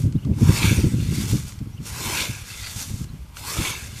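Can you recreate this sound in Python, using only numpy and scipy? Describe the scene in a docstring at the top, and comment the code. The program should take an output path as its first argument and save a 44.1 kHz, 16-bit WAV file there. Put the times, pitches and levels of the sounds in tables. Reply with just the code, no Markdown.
"""Scythe on a hillside

Three strokes through tall grass, each followed by a softer drag back over the stubble.
Thousands of stalks brush and snap on the steel blade, which rings as it bites into the swath.
Wind buffets the microphone, hardest at first. A small bird chirps far off."""
import sys
import numpy as np
from scipy import signal
from scipy.fft import rfft, irfft, next_fast_len
from scipy.io import wavfile
from scipy.ndimage import uniform_filter1d, map_coordinates

SR = 44100
rng = np.random.default_rng(int(sys.argv[2]) if len(sys.argv) > 2 else 0)


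def dump(signal):
    """Clip the signal to [-1, 1] and save it as 16-bit WAV at the path in sys.argv[1]."""
    limited = np.clip(np.atleast_2d(signal).T, -1, 1)
    pcm = np.round(limited * 32767).astype(np.int16)
    wavfile.write(sys.argv[1], SR, pcm)


N = 176400

# Spectra. Each row: frequency in Hz, relative level in dB.
GUST_SPECTRUM = [(20, -35), (60, -4), (112, 4.5), (160, -0.5), (250, -9), (400, -22), (700, -45),
                 (1500, -75)]
BREEZE_SPECTRUM = [(20, -12), (60, 5.5), (105, 3), (250, -26), (500, -47)]
AIR_SPECTRUM = [(100, 0), (1000, 0.5), (4000, -5.5), (14500, -13)]
STUBBLE_SPECTRUM = [(200, -15), (600, -5.5), (2500, -4), (4500, -1.5), (6500, 1), (9000, -2.5), (14500, -9)]
SCRAPE_SPECTRUM = [(300, -9.5), (800, -25), (1400, -5.5), (2200, 3.5), (3100, -2), (3600, 2), (4100, -4),
                   (4700, -1), (7000, -27)]
EDDY_SPECTRUM = [(20, -29), (80, 2.5), (115, 3), (170, -2), (260, -5.5), (400, -17.5), (650, -26.5),
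                 (1500, -55)]
SWISH_SPECTRUM = [(150, -35), (400, 1), (700, -3), (1400, 0.5), (4400, -1.5), (6500, 1), (9000, -3),
                  (14500, -8)]
BEND_SPECTRUM = [(150, -11.5), (330, 3), (520, -7), (750, -11.5), (950, 7), (1250, -9), (2000, -37),
                 (5000, -20)]
CUT_SPECTRUM = [(200, -8), (350, -1.5), (600, -19), (1100, -16.5), (1650, -7.5), (1900, -12), (2200, 5.5),
                (2650, 3), (3000, -5), (3600, -4), (4500, -6.5), (7000, -43)]
FLICK_SPECTRUM = [(1000, -13), (5000, -8), (6000, 5), (9000, -19), (14000, -2)]

# Gust strength. Each row: time in seconds, level in dB.
GUST_CURVE = [(0, -22), (.09, -24.5), (.2, -37.5), (.26, -23), (.36, -29), (.5, -12.5), (.56, -27),
              (.75, -19.5), (.98, -21), (1.06, -24), (1.39, -25.5), (1.5, -40.5), (2.1, -36.5), (2.6, -49),
              (2.95, -37), (3.3, -48), (4, -41)]
# Steel blade resonances. Each row: frequency in Hz, width in Hz, relative gain in dB.
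BLADE_MODES = [(1400, 30, 0), (1616, 43, -4), (2280, 24, -19), (2285, 27, -8), (2675, 15, -1.5),
               (3553, 71, 3.5), (3763, 24, 6.5), (4260, 32, -1), (5840, 60, -2), (7010, 53, 2),
               (8440, 70, -4)]
# Drags back, one curve each. Each row: time in seconds, relative level in dB.
RETURN_CURVES = [
    [(0, -44), (.02, -43.5), (.07, -54), (.11, -67)],
    [(.92, -47.5), (1.05, -42.5), (1.23, -34), (1.286, -37), (1.315, -32.5), (1.45, -45), (1.49, -42.5),
     (1.6, -59.5)],
    [(2.43, -53), (2.48, -41), (2.74, -37), (2.79, -32.5), (2.838, -34.5), (2.87, -39.5), (3.04, -46.5),
     (3.06, -57)],
    [(3.9, -49.5), (3.95, -46), (4, -40)],
]
# Blade back on the ground. Each row: peak time in seconds, level in dB.
GROUND_SCRAPES = [(1.03, -41), (1.205, -36), (1.36, -44.5), (2.51, -40), (2.66, -35.5), (3.98, -41)]
# Eddies on the microphone. Each row: peak time in seconds, level in dB, low-pass cutoff in Hz.
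EDDY_HITS = [(0.05, -14.5, 395), (0.156, -11.5, 208), (0.274, -18.5, 553), (0.303, -19.5, 600),
             (0.315, -15.5, 900), (0.418, -8.5, 402), (0.494, -8.5, 750), (0.646, -12, 450),
             (0.679, -13, 250), (0.719, -11, 500), (0.786, -12, 500), (0.844, -10, 345), (0.869, -16, 350),
             (0.939, -13.5, 550), (1.125, -17, 300), (1.186, -19, 250), (1.334, -13, 398),
             (1.355, -19.5, 400), (1.616, -21.5, 230), (1.666, -29.5, 330), (1.805, -24, 230),
             (2.064, -26, 170), (2.3, -21.5, 270), (2.767, -28, 188), (2.907, -23.5, 280),
             (2.944, -21.5, 281), (3.013, -24, 328), (3.105, -30.5, 150), (3.143, -29, 158),
             (3.596, -16, 300), (3.93, -29.5, 160)]
# Stalk and handle clicks. Each row: peak time in seconds, level in dB, centre in Hz.
DRY_CLICKS = [(0.125, -41, 6000), (0.25, -41, 4000), (.342, -48, 1500), (1.522, -37, 3500),
              (1.59, -41.5, 3500), (3.043, -40, 5000), (3.37, -32, 3000)]
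# Bird calls. Each row: start in seconds, length in seconds, level in dB, start, mid and end pitch in Hz.
BIRD_CHIRPS = [(0.154, 0.023, -50.5, 3200, 3770, 3930), (0.179, 0.024, -51, 3000, 2900, 3060),
               (0.216, 0.042, -50.5, 2500, 3030, 2180), (1.718, 0.047, -54.5, 5640, 5800, 6100),
               (1.766, 0.0315, -48, 2440, 3120, 2230), (3.078, 0.035, -52, 3400, 4240, 3870)]
# Handle and blade knocks. Each row: peak time in seconds, level in dB, pitch in Hz.
SCYTHE_KNOCKS = [(0.25, -46, 1200), (0.383, -47, 1420), (3.368, -36.5, 1350)]
# Forward sweeps, one curve each. Each row: time in seconds, relative level in dB.
SWEEP_CURVES = [
    [(0.33, -65), (0.406, -40), (0.564, -28.5), (0.614, -29.5), (0.648, -27.5), (0.71, -31.5),
     (0.77, -32.5), (0.95, -47)],
    [(1.81, -60.5), (1.868, -36), (1.916, -40), (2.018, -32), (2.17, -29.5), (2.19, -28), (2.44, -48)],
    [(3.32, -69), (3.374, -40), (3.416, -42), (3.488, -32), (3.696, -31), (3.75, -39), (3.876, -43),
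     (3.93, -55)],
]
# Bites into the swath. Each row: deepest point in seconds, level of the cut in dB.
SWATH_BITES = [(0.662, -26), (2.203, -26), (3.681, -27.5)]
# Thick stems cracking. Each row: peak time in seconds, level in dB.
STEM_CRACKS = [(0.647, -24), (0.657, -23.5), (2.1725, -21.5), (2.205, -22), (2.255, -24), (3.621, -29),
               (3.652, -22.5), (3.673, -26)]
# Blade through grass tops. Each row: peak time in seconds, level in dB.
GRASS_FLICKS = [(1.318, -43), (1.868, -46.5), (2.825, -35)]
# Dips in the microphone response. Each row: centre in Hz, width in Hz, gain in dB.
MIC_NOTCHES = [(686, 69, -2.5), (1817, 60, -5.5), (3844, 160, -3.5)]

IMPACT_RISE_S = 0.00059


def amp(db):
    """Decibels to gain."""
    return 10 ** (np.asarray(db) / 20)


def unit(x):
    """Scale to rms 1."""
    return x / np.sqrt(np.mean(x ** 2) + 1e-20)


def clock():
    """Sample times in seconds."""
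    return np.arange(N) / SR


def wobble(knots_per_s):
    """Smooth random curve."""
    return map_coordinates(rng.standard_normal(int(N * knots_per_s / SR) + 4), [clock() * knots_per_s])


def filtered(x, response):
    """Apply a frequency response."""
    size = next_fast_len(N + SR // 2)
    return irfft(rfft(x, size) * response(np.fft.rfftfreq(size, 1 / SR)), size)[:N]


def coloured(x, spectrum):
    """Filter by a spectrum table; rms 1."""
    hz, db = np.transpose(spectrum)
    return unit(filtered(x, lambda f: amp(np.interp(np.log(f + 1), np.log(hz), db))))


def flutter(per_s, depth_db):
    """Turbulent air arriving in puffs at an uneven rate."""
    turns = np.cumsum(per_s * (1 + .5 * wobble(per_s))) / SR
    return rng.standard_normal(N) * amp(depth_db * np.cos(2 * np.pi * turns))


def stalks(per_s, spread_db, rub_db, clump_db):
    """Single stalks snapping over smooth rubbing, in clumps."""
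    snaps = (rng.random(N) < per_s / SR) * rng.standard_normal(N)
    snaps *= amp(spread_db * rng.standard_normal(N))
    rub = amp(rub_db) * rng.standard_normal(N)
    return (unit(snaps) + rub) * amp(clump_db * (wobble(260) + wobble(45)))


def patchy(x, depth_db):
    """Colour drift as the blade meets different tufts."""
    frames = signal.stft(x, nperseg=1024)[2]
    drift = uniform_filter1d(rng.standard_normal(frames.shape), size=6, axis=0)
    drift = uniform_filter1d(drift, size=6, axis=1)
    return signal.istft(frames * amp(depth_db * unit(drift)), nperseg=1024)[1][:N]


def through_blade(x, ring_db):
    """Contact noise plus the blade's ringing."""
    return filtered(x, lambda f: 1 + sum(
        amp(ring_db + db) * 1j * f * width_hz / (hz * hz - f * f + 1j * f * width_hz)
        for hz, width_hz, db in BLADE_MODES))


def strokes(curves, fade_db_per_s=500):
    """Gain following each curve, fading beyond its ends."""
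    t, power = clock(), np.zeros(N)
    for curve in curves:
        times_s, db = np.transpose(curve)
        outside_s = abs(t - np.clip(t, times_s[0], times_s[-1]))
        power += amp(np.interp(t, times_s, db) - fade_db_per_s * outside_s) ** 2
    return np.sqrt(power)


def swells(peaks, rise_db_per_s, fall_db_per_s, lead_s=0, hold_s=0):
    """Gain that climbs to each peak, holds and sinks."""
    t, gain = clock() + lead_s, np.zeros(N)
    for peak_s, db in peaks:
        before_s = np.maximum(peak_s - hold_s / 2 - t, 0)
        after_s = np.maximum(t - peak_s - hold_s / 2, 0)
        gain += amp(db - rise_db_per_s * before_s - fall_db_per_s * after_s)
    return gain


def burst(noise, peak_s, rise_s, fall_s):
    """Short piece of noise, rms 1 at its peak."""
    t = clock() - peak_s
    shape = np.exp(-np.minimum(np.maximum(-t / rise_s, t / fall_s), 20))
    return noise * shape * np.sqrt(np.sum(shape ** 2) / np.sum((noise * shape) ** 2))


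def wind(breeze_db=-40.5):
    """Fluttering gusts and a dull breeze on the microphone."""
    gust_db = np.interp(clock(), *np.transpose(GUST_CURVE))
    gusts = coloured(flutter(per_s=38, depth_db=5.5), GUST_SPECTRUM)
    breeze = coloured(flutter(per_s=11, depth_db=6), BREEZE_SPECTRUM)
    return amp(gust_db) * gusts + amp(breeze_db) * breeze


def air(level_db=-53, sway_db=0.8):
    """Wavering hush of the hillside."""
    return amp(level_db + sway_db * wobble(11.2)) * coloured(rng.standard_normal(N), AIR_SPECTRUM)


def dragging(gain_db=1):
    """The blade slides back over stubble and cut grass."""
    contact = patchy(stalks(per_s=2600, spread_db=0, rub_db=4.5, clump_db=1), depth_db=0.5)
    rustle = coloured(through_blade(contact, ring_db=-5.5), STUBBLE_SPECTRUM)
    return amp(gain_db) * strokes(RETURN_CURVES) * rustle


def eddies():
    """Single eddies thump the microphone."""
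    puff = coloured(rng.standard_normal(N), EDDY_SPECTRUM)
    out = np.zeros(N)
    for peak_s, db, cutoff_hz in EDDY_HITS:
        dull = signal.lfilter(*signal.butter(2, cutoff_hz, fs=SR), puff)
        out += amp(db) * burst(dull, peak_s, rise_s=0.0055, fall_s=0.012)
    return out


def clicks(top_hz=8200):
    """Dry clicks of stalks and handle."""
    out = np.zeros(N)
    for peak_s, db, hz in DRY_CLICKS:
        band = lambda f: f * hz / (f * f + hz * hz) / np.hypot(1, (f / top_hz) ** 6)
        noise = filtered(rng.standard_normal(N), band)
        out += amp(db) * burst(noise, peak_s, IMPACT_RISE_S, fall_s=0.0029)
    return out


def bird(jitter=0.0274):
    """Short whistled glides, far off."""
    out = np.zeros(N)
    for start_s, length_s, db, *glide_hz in BIRD_CHIRPS:
        progress = np.clip((clock() - start_s) / length_s, 0, 1)
        pitch_hz = np.interp(progress, [0, .5, 1], glide_hz) * (1 + jitter * wobble(500))
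        out += amp(db) * np.sin(np.pi * progress) * np.sin(2 * np.pi * np.cumsum(pitch_hz) / SR)
    return out


def knocks(half_width_hz=140):
    """Light, hollow knocks of the handle, and of the blade meeting the ground."""
    out = np.zeros(N)
    for peak_s, db, hz in SCYTHE_KNOCKS:
        noise = filtered(rng.standard_normal(N), lambda f: 1 / (1 + ((f - hz) / half_width_hz) ** 2))
        out += amp(db) * burst(noise, peak_s, IMPACT_RISE_S, fall_s=0.0071)
    return out


def sweeping(gain_db=2):
    """Grass swishes along the blade on the forward stroke."""
    contact = patchy(stalks(per_s=4000, spread_db=1.5, rub_db=2, clump_db=0.5), depth_db=2.74)
    swish = coloured(through_blade(contact, ring_db=-3.5), SWISH_SPECTRUM)
    return amp(gain_db) * strokes(SWEEP_CURVES) * swish


def bending(gain_db=-9):
    """Standing grass bends just before each bite."""
    contact = patchy(stalks(per_s=1000, spread_db=2.5, rub_db=1, clump_db=0.5), depth_db=5)
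    envelope = swells(SWATH_BITES, rise_db_per_s=133, fall_db_per_s=148, lead_s=0.098, hold_s=0.13)
    return amp(gain_db) * envelope * coloured(contact, BEND_SPECTRUM)


def cutting():
    """The edge severs the swath; the steel rings."""
    contact = patchy(stalks(per_s=900, spread_db=5, rub_db=2, clump_db=0.8), depth_db=2.5)
    cut = coloured(through_blade(contact, ring_db=1), CUT_SPECTRUM)
    return swells(SWATH_BITES, rise_db_per_s=111, fall_db_per_s=125.5, hold_s=0.025) * cut


def cracking():
    """Thick stems crack on the edge."""
    noise = coloured(rng.standard_normal(N), CUT_SPECTRUM)
    return sum(amp(db) * burst(noise, peak_s, IMPACT_RISE_S, fall_s=0.0051)
               for peak_s, db in STEM_CRACKS)


def tearing(centre_hz=3100, octaves_per_s=18, width_hz=1500, gain_db=-5.5):
    """At the deepest bite the tuft gives way with a rising rasp."""
    out = np.zeros(N)
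    for peak_s, db in SWATH_BITES:
        pitch_hz = centre_hz * 2 ** np.clip(octaves_per_s * (clock() - peak_s), -1, 1)
        rasp = unit(wobble(width_hz) * np.sin(2 * np.pi * np.cumsum(pitch_hz) / SR))
        out += amp(gain_db) * swells([(peak_s, db)], rise_db_per_s=306, fall_db_per_s=306) * rasp
    return out


def scraping():
    """The back of the blade scrapes the ground on the return."""
    contact = patchy(stalks(per_s=900, spread_db=-0.5, rub_db=-0.5, clump_db=-0.8), depth_db=3.5)
    scrape = coloured(through_blade(contact, ring_db=2), SCRAPE_SPECTRUM)
    return swells(GROUND_SCRAPES, rise_db_per_s=133, fall_db_per_s=146) * scrape


def flicks():
    """Lifting or coming down, the blade whips through grass tops and sings."""
    contact = stalks(per_s=5100, spread_db=-2, rub_db=-3, clump_db=5)
    whisk = coloured(through_blade(contact, ring_db=6), FLICK_SPECTRUM)
    return swells(GRASS_FLICKS, rise_db_per_s=256, fall_db_per_s=400) * whisk


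def scene():
    """Scythe, wind and bird in open air; mono."""
    forward = sweeping() + cutting() + bending() + cracking() + tearing()
    back = dragging() + scraping()
    handling = flicks() + knocks() + clicks()
    return (forward + back + handling + wind() + eddies() + air() + bird())[None]


def record(dry):
    """Microphone colour and band limit."""
    top_hz = 14600
    colour = lambda f: amp(sum(db * np.exp(-.5 * ((f - hz) / width_hz) ** 2)
                               for hz, width_hz, db in MIC_NOTCHES))
    return filtered(dry[0], lambda f: colour(f) * (f < top_hz))[None]


dry = scene()
out = record(dry)
dump(out)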